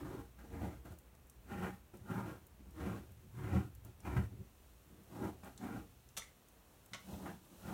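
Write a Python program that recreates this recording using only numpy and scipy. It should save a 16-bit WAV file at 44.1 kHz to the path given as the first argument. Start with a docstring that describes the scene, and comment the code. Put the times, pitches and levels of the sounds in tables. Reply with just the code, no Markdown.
"""In a quiet room, near a burning iron stove, a dog paws at its bedding.
Each stroke drags claws over cloth and shakes the hollow floor: random clicks ring resonances.
Some strokes bring a thump, a soft push on floor and bed. Stove and claws tick faintly (short noise
sprays); the stove cracks once; later something small clicks (rough contacts ringing a few modes).
Draught rumble, a soft roar and microphone hiss, all shaped noise, lie below."""
import sys
import numpy as np
from scipy import signal
from scipy.fft import rfft, irfft
from scipy.io import wavfile
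from scipy.ndimage import uniform_filter1d

SR = 44100
rng = np.random.default_rng(int(sys.argv[2]) if len(sys.argv) > 2 else 0)


def master_out(mix):
    """Clip the mix to full scale and print it as 16-bit PCM to the path in sys.argv[1]."""
    frames = np.transpose(np.atleast_2d(mix))
    ceiling = np.clip(frames, -1, 1)
    pcm = np.round(ceiling * 32767).astype(np.int16)
    wavfile.write(sys.argv[1], SR, pcm)


def gain_from_db(level_db):
    """Convert decibel levels to linear amplitude factors (20 dB per decade)."""
    decades = np.asarray(level_db, float) / 20
    return 10 ** decades


N = 340893
STEP = 32   # paw levels are worked out once every 32 samples


def rms_one(x):
    """Scale to rms 1."""
    return x / np.sqrt(np.mean(x ** 2) + 1e-20)


def coloured(points):
    """Noise with the given spectrum, rows of (frequency [Hz], level [dB per Hz]); rms 1."""
    hz, db = np.transpose(points)
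    bins = np.linspace(1, SR / 2, N // 2 + 1)
    shape = gain_from_db(np.interp(np.log(bins), np.log(hz), db, left=-60))
    return rms_one(irfft(rfft(rng.standard_normal(N)) * shape, N))


def drift(rate_hz):
    """Slow random wandering: noise smoothed twice; rms 1."""
    r = np.exp(-2 * np.pi * rate_hz / SR)
    noise = rng.standard_normal(N + SR)
    return rms_one(signal.lfilter([1], [1, -2 * r, r * r], noise)[SR:])   # skip the filter's start


def together(a_db, b_db):
    """Gain of two unrelated levels heard at once: their powers add."""
    return np.hypot(gain_from_db(a_db), gain_from_db(b_db))


def band(x, edges_hz):
    """Keep only the band between two frequencies."""
    return signal.sosfilt(signal.butter(2, edges_hz, "band", fs=SR, output="sos"), x)


def resonate(x, peaks):
    """Parallel resonances, signs alternating; rows of (frequency [Hz], width [Hz], level [dB])."""
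    out = 0
    for k, (hz, width, db) in enumerate(peaks):
        r = np.exp(-np.pi * width / SR)
        a = [1, -2 * r * np.cos(2 * np.pi * hz / SR), r * r]
        b = [(1 - r * r) / 2, 0, (r * r - 1) / 2]
        out = out + (-1) ** k * gain_from_db(db) * signal.lfilter(b, a, x)
    return out


def placed(hits):
    """One impulse for each row of (time [s], level [dB])."""
    out = np.full(N, 1e-18)
    for s, db in hits:
        out[round(s * SR)] = gain_from_db(db)
    return out


def held(start, length, db, swell_db, rise, fall):
    """Power of gestures, a row each: a steady climb, a hold that may swell, a steady fall."""
    t = np.arange(0, N, STEP) / SR - np.c_[start]
    length = np.c_[length]
    level_db = np.c_[db] + np.c_[swell_db] * np.clip(t / length, 0, 1)
    return gain_from_db(2 * (level_db + rise * np.minimum(t, 0) - fall * np.maximum(t - length, 0)))


def every_sample(coarse):
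    """Fill in a curve to one value per sample."""
    return np.interp(np.arange(N) / STEP, np.arange(len(coarse)), coarse)


def level_of(*powers):
    """Summed power of all gestures in dB, one value per sample."""
    total = sum(p.sum(axis=0) for p in powers)
    return every_sample(10 * np.log10(total + 1e-12))


# long strokes: (paw lands [s], length [s], claw rasp on landing [dB], swell until it lifts [dB],
#                weight on floor above rasp [dB], rasp tilt [dB per octave])
LONG_STROKES = [(0.0, .2, -53.5, -1.5, 7, -0.3), (0.541, 0.19, -52.5, -4.5, 7, 0.6),
                (1.519, 0.16, -50, -1.5, 2.5, 1.7), (2.11, 0.21, -46.5, -7, 3, 1.3),
                (2.806, 0.16, -50, -4, 7, 2.5), (3.387, 0.19, -56, 11, 10, 1.5),
                (4.078, 0.067, -51.5, 0, 9, 2.2), (5.119, 0.14, -60, 16.5, -1, -3.5),
                (5.638, 0.13, -49, -0.5, -1.5, -1.2), (7.094, 0.2, -57.5, 5.5, -1.5, -4.5),
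                (7.661, 0.11, -52.5, 7.5, 3.5, -1.5)]
# brief digs of the claws, and a low thud just before the small click:
# (time [s], length [s], rasp [dB], drag above rasp [dB], weight above rasp [dB],
#  rasp tilt [dB per octave])
BRIEF_DIGS = [(0.146, 0.0089, -66, 21.5, 4, 3), (0.389, 0.023, -61, 4, -4, 2.5),
              (.44, 0.018, -65, 11, -6, -1), (0.617, 0.033, -47, 7, 5, -4.5),
              (0.854, 0.019, -56, 4, -1.5, 0), (0.905, 0.012, -60.5, 8.5, 9, -5.5),
              (1.624, 0.066, -47, -2, -9, 1.5), (1.94, 0.013, -61, 9.5, -9, -2),
              (2.86, 0.023, -47, 2, 5, 0), (3.537, 0.012, -49, 13.5, 17, -4),
              (3.848, 0.021, -62.5, 8, 1, -3), (4.052, 0.021, -53, 5.5, -9, 3.5),
              (4.168, 0.0057, -42, 4, 13, 3), (5.436, 0.042, -51, -2, -10, -3.3),
              (5.745, .015, -55.5, 10.5, 12, -7), (6.919, 0.025, -74, 15.5, 15, 1),
              (7.128, 0.015, -55.5, 4, 8.5, -8), (7.259, 0.033, -47, -5, -21, 0.8)]
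# a paw set down or shifted without claws: (time [s], drag [dB], weight [dB])
PAW_SHIFTS = [(2.02, -61, -49), (2.61, -60.5, -61), (2.68, -57.5, -55), (3.1, -85, -49.5), (3.25, -61, -59),
              (4.329, -52.5, -47.5), (4.408, -52, -44), (4.93, -55.5, -75), (5.0, -57, -57),
              (7.53, -54, -72)]
DRAG_ABOVE_RASP_DB = 7   # in long strokes
# how fast each layer comes and goes: (rise [dB per s], fall [dB per s])
RASP_SLOPES, DRAG_SLOPES, WEIGHT_SLOPES = (334, 219), (306, 201), (300, 156)
DIG_FASTER_RISE, DIG_FASTER_FALL = 6.8, 1.27   # times those slopes
SHIFT_S, SHIFT_SLOPES = 0.0067, (360, 340)


def paw():
    """Levels of rasp, drag and weight, and tilt of the rasp, from strokes, digs, thud and shifts."""
    s, length, db, swell_db, weight_db, tilt_db = np.transpose(LONG_STROKES)
    dig_s, dig_length, dig_db, dig_drag_db, dig_weight_db, dig_tilt_db = np.transpose(BRIEF_DIGS)
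    shift_s, shift_drag_db, shift_weight_db = np.transpose(PAW_SHIFTS)

    def stroke(rel_db, slopes):
        return held(s, length, db + rel_db, swell_db, *slopes)

    def dig(rel_db, slopes):
        rise, fall = slopes[0] * DIG_FASTER_RISE, slopes[1] * DIG_FASTER_FALL
        return held(dig_s, dig_length, dig_db + rel_db, 0 * dig_s, rise, fall)

    def shift(level_db):
        return held(shift_s, SHIFT_S + 0 * shift_s, level_db, 0 * shift_s, *SHIFT_SLOPES)

    long, brief = stroke(0, RASP_SLOPES), dig(0, RASP_SLOPES)
    # the louder gesture decides the tilt
    tilt = tilt_db @ long + dig_tilt_db @ brief
    tilt = tilt / (long.sum(axis=0) + brief.sum(axis=0) + 1e-12)
    drag = level_of(stroke(DRAG_ABOVE_RASP_DB, DRAG_SLOPES), dig(dig_drag_db, DRAG_SLOPES),
                    shift(shift_drag_db))
    weight = level_of(stroke(weight_db, WEIGHT_SLOPES), dig(dig_weight_db, WEIGHT_SLOPES),
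                      shift(shift_weight_db))
    return level_of(long, brief), drag, weight, every_sample(tilt)


def catches(per_s, spread_db):
    """Claws catch and let go of threads: dense random clicks of uneven size."""
    sizes = gain_from_db(spread_db * np.minimum(rng.exponential(1, N), 4)) * rng.choice([-1, 1], N)
    return sizes * (rng.random(N) < per_s / SR) + 1e-18


def steadied(x, window_s, share):
    """Part of the noise's chance swell is evened out; rms 1."""
    swell = np.sqrt(uniform_filter1d(x ** 2, int(window_s * SR)) + 1e-12)
    return rms_one(x / swell ** share)


# resonances shaken by the paws, in floor, bed and clawed cloth: (frequency [Hz], width [Hz], level [dB])
FLOOR_PEAKS = [(76.6, 14, -3), (111, 24.2, 0), (128.2, 55.2, -8.5)]
BED_PEAKS = [(186, 25, 3), (243, 82, -3.5), (294.3, 42.7, -1), (372, 23.2, -4.5), (460.7, 9.3, -6.5),
             (556, 21, -14.5)]
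RASP_PEAKS = [(625, 124, -7), (741, 22.4, -2), (809, 11.5, 4), (947, 130, -6), (1104, 49, -7.5),
              (1216, 27, -6), (1394, 103, -6.5), (1627, 62, -9.5), (1822, 81, -13), (2064, 110, -15),
              (2324, 136, -16.5), (3010, 530, -28.5)]
# spectrum of the cloth's swish and the treble hiss: (frequency [Hz], level [dB per Hz])
SWISH_SPECTRUM = [(2500, 2), (3500, 0.5), (6500, -1), (9000, -1), (16000, -2)]


def strokes(rasp_db, drag_db, weight_db, tilt, murmur_db, hiss_db):
    """One uneven drag shakes floor, bed and claws; the cloth swishes above."""
    effort = np.clip((rasp_db + 90.5) / 20, 0, 1)
    judder = effort * drift(18.4)   # the paw sticks and slips, felt in every layer
    # the swish follows half of the rasp's swing
    swish_db = -64.5 + 0.5 * (rasp_db + 49.5) + 1.1 * judder
    out = together(swish_db, hiss_db) * coloured(SWISH_SPECTRUM)
    # (resonances, gain, catches per s, judder [dB], tilt [dB per octave])
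    layers = [(FLOOR_PEAKS, together(weight_db, murmur_db), 600., .8, 0),
              (BED_PEAKS, gain_from_db(drag_db), 1500., .8, 0),
              (RASP_PEAKS, gain_from_db(rasp_db), 3000., 1.2, tilt)]
    for peaks, gain, per_s, judder_db, tilt_db in layers:
        force = catches(per_s, spread_db=1.0)
        shaken = 0
        for k, peak in enumerate(peaks):
            # each resonance's strength wanders slowly at random
            octaves_up = np.log2(peak[0] / peaks[0][0])
            strength_db = 2.46 * drift(2.94) + tilt_db * octaves_up
            shaken = shaken + (-1) ** k * gain_from_db(strength_db) * resonate(force, [peak])
        # all three layers are set 3 dB below their table levels
        out = out + gain * gain_from_db(judder_db * judder - 3.0) * steadied(shaken, 0.037, 0.41)
    return out


# paw lands hard: (time [s], strength of the push [dB])
HARD_LANDINGS = [(2.865, -21), (3.549, -18.5), (3.56, -23), (4.167, -51), (4.184, -21.5)]


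def thumps():
    """A soft push rings floor and bed."""
    push = signal.lfilter([1], [1, -.93], placed(HARD_LANDINGS))
    return gain_from_db(19.0) * resonate(push, FLOOR_PEAKS) + gain_from_db(8.5) * resonate(push, BED_PEAKS)


def sprays(rows, t60_s, octaves, snap_db):
    """A snap, then noise dying away, in a band about each centre; scaled to the peak level."""
    out = np.zeros(N + SR)
    half = 2 ** (octaves / 2)
    t = np.arange(int(.3 * SR)) / SR
    for s, db, hz in rows:
        force = rng.standard_normal(len(t)) * gain_from_db(-60 * t / t60_s)
        force[0] = gain_from_db(snap_db)
        spray = band(force, [hz / half, min(hz * half, .45 * SR)])
        out[round(s * SR):][:len(spray)] += gain_from_db(db) * spray / np.abs(spray).max()
    return out[:N]


# faint ticks of stove and claws: (time [s], peak level [dB], centre frequency [Hz])
FAINT_TICKS = [(.8565, -53, 11500), (.872, -56, 12500), (0.9212, -54, 7000), (0.9872, -47.5, 12000),
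               (1.151, -55, 7500), (1.269, -54, 11700), (1.298, -45, 9400), (1.971, -50, 9600),
               (2.4678, -50, 14000), (2.7086, -52, 9760), (3.1188, -52, 12900), (3.7506, -45, 11000),
               (3.849, -41.5, 13600), (4.004, -50.5, 7030), (4.1699, -59, 2130), (5.0345, -54, 11900),
               (5.446, -46, 11000), (5.577, -44.5, 5450), (6.0892, -50.5, 6450), (6.4855, -51, 9250),
               (6.8604, -48, 9460), (7.1376, -53, 2370), (7.4525, -53, 13000)]


def faint_ticks():
    """Each tick is a sharp snap and a short spray over a wide band."""
    return sprays(FAINT_TICKS, t60_s=0.031, octaves=1.33, snap_db=14)


# a narrow tick just after the crack: (time [s], peak level [dB], centre frequency [Hz])
NARROW_TICK = [(6.2214, -44, 2010)]


def narrow_tick():
    """A strong snap in a narrow band, so that it has a pitch."""
    return sprays(NARROW_TICK, t60_s=.03, octaves=0.26, snap_db=32.0)


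def struck(hits, modes, contact_t60_s, spray_db, spray_hz):
    """A rough, splintering contact excites the modes and is itself heard as a spray."""
    fade = gain_from_db(-60 / (contact_t60_s * SR))
    contact = signal.lfilter([1], [1, -fade], placed(hits)) * rng.standard_normal(N)
    out = gain_from_db(spray_db) * band(contact, spray_hz)
    for hz, db, t60 in modes:
        r, w = gain_from_db(-60 / (t60 * SR)), 2 * np.pi * hz / SR
        ringing = signal.lfilter([0, np.sin(w)], [1, -2 * r * np.cos(w), r * r], contact)
        out = out + gain_from_db(db - 32) * ringing   # all modes share a 32 dB cut
    return out


# the crack splits in steps: (time [s], strength [dB])
CRACK_STEPS = [(6.1675, -35), (6.169, -46), (6.174, -28.5), (6.182, -34.5), (6.194, -39.5)]
# modes of the stove plates: (frequency [Hz], relative level [dB], time to fall 60 dB [s])
STOVE_MODES = [(765, -6.5, 0.0069), (1400, 4, 0.0033), (2320, -23, 0.084), (3580, -9, 0.015),
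               (5950, -9, 0.042), (7130, -13, 0.022), (9460, -8, 0.015)]


def stove_crack():
    """A few splitting steps in quick succession ring the iron plates."""
    return struck(CRACK_STEPS, STOVE_MODES, 0.039, -7.0, [700., 10500.])


# a click and its bounces: (time [s], strength [dB])
CLICK_BOUNCES = [(6.934, -36.5), (6.945, -42), (6.953, -67)]
# modes of a small hard object: (frequency [Hz], relative level [dB], time to fall 60 dB [s])
CLICK_MODES = [(748, -3, .04), (1150, -3, 0.045), (1510, 0, 0.02), (2230, 1.5, 0.018), (3010, 0, 0.028),
               (3840, -7, .03), (5310, -4, 0.05), (6200, -11, .015)]


def small_click():
    """A small hard object clicks and bounces, ringing its own modes."""
    return struck(CLICK_BOUNCES, CLICK_MODES, 0.046, 0.5, [800., 5500.])


def room(x):
    """Diffuse echoes: noise dying away, dulled by the walls."""
    t = np.arange(SR // 2) / SR
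    tail = rng.standard_normal(len(t)) * gain_from_db(-60 * t / 0.3) * (t > .004)   # falls 60 dB in 0.3 s
    tail = signal.sosfilt(signal.butter(1, 5800, fs=SR, output="sos"), tail)
    return signal.fftconvolve(x, tail / np.linalg.norm(tail))[:N]


# background levels, with extra treble swish in the stroke at 7.12 s:
# (time [s], low rumble [dB], soft roar before its 3 dB cut [dB],
#  murmur of the floor before its 3 dB cut [dB], treble hiss [dB])
BACKGROUND_LEVELS = [(0.0, -60, -78, -70, -74), (.9, -63, -70, -64, -77), (1.4, -61.5, -73, -64, -75),
                     (2.5, -68.5, -73.5, -62.5, -74.5), (3.2, -64, -73.5, -56.5, -72.5),
                     (3.8, -59.5, -75, -58, -76), (4.7, -64.5, -71, -70, -71.5),
                     (5.4, -67.5, -68, -63, -73.5), (6.0, -67, -73, -66.5, -71.5),
                     (6.5, -77, -70.5, -75.5, -72.5), (6.95, -78, -66, -68, -71),
                     (7.12, -75, -64, -72, -61.5), (7.4, -78, -66.5, -70, -71),
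                     (7.73, -66, -58.5, -63, -62.5)]


def background_levels():
    """Levels of rumble, roar, murmur and hiss, gliding from row to row."""
    s, *columns = np.transpose(BACKGROUND_LEVELS)
    return [np.interp(np.arange(N) / SR, s, c) for c in columns]


def draught_rumble(rumble_db, weight_db):
    """Deep wavering noise; the strokes also stir this deepest bass."""
    gain = together(rumble_db, weight_db - 20.5) * gain_from_db(0.81 * drift(7.6))
    return gain * coloured([(28, -4), (45, -5.5), (60, 10.0), (75, 2.0), (100, -42)])


# spectrum of the soft roar: (frequency [Hz], level [dB per Hz])
ROAR_SPECTRUM = [(120, -5), (250, -4.5), (500, -5.5), (700, -8), (1200, -11), (2500, -24.5)]


def soft_roar(roar_db):
    """Fluttering noise of the low and middle range."""
    return gain_from_db(roar_db + 1.8 * drift(18.0) - 3.0) * coloured(ROAR_SPECTRUM)


# spectrum of room tone and hiss: (frequency [Hz], level [dB per Hz])
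QUIET_SPECTRUM = [(40, 7.5), (70, -1.5), (110, -2.5), (250, -7.5), (1000, -17), (2500, -21), (6000, -50),
                  (16000, -23)]


def quiet():
    """Steady room tone and microphone hiss."""
    return gain_from_db(-67.5) * coloured(QUIET_SPECTRUM)


def scene():
    """Paws, ticks, crack and click in the room, over draught, roar and hiss."""
    rasp_db, drag_db, weight_db, tilt = paw()
    rumble_db, roar_db, murmur_db, hiss_db = background_levels()
    paws = strokes(rasp_db, drag_db, weight_db, tilt, murmur_db, hiss_db)
    sharp = thumps() + faint_ticks() + narrow_tick() + stove_crack() + small_click()
    echoes = room(gain_from_db(-8) * sharp)
    background = draught_rumble(rumble_db, weight_db) + soft_roar(roar_db) + quiet()
    return (paws + sharp + echoes + background)[None]


def band_limit(x):
    """A steep low-pass at the top of the band."""
    return signal.sosfilt(signal.butter(12, 15850, fs=SR, output="sos"), x)


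# dips in the microphone's response: (frequency [Hz], width [Hz], level [dB])
MICROPHONE_DIPS = [(4840, 840, -4), (10420, 240, -10.5)]


def record(dry):
    """The microphone drops the deepest bass and has two dips in the treble."""
    heard = signal.sosfilt(signal.butter(2, 35., "high", fs=SR, output="sos"), dry)
    for hz, width, db in MICROPHONE_DIPS:
        heard = heard - (1 - gain_from_db(db)) * resonate(heard, [(hz, width, 0)])
    return band_limit(heard)


dry = scene()
out = record(dry)
master_out(out)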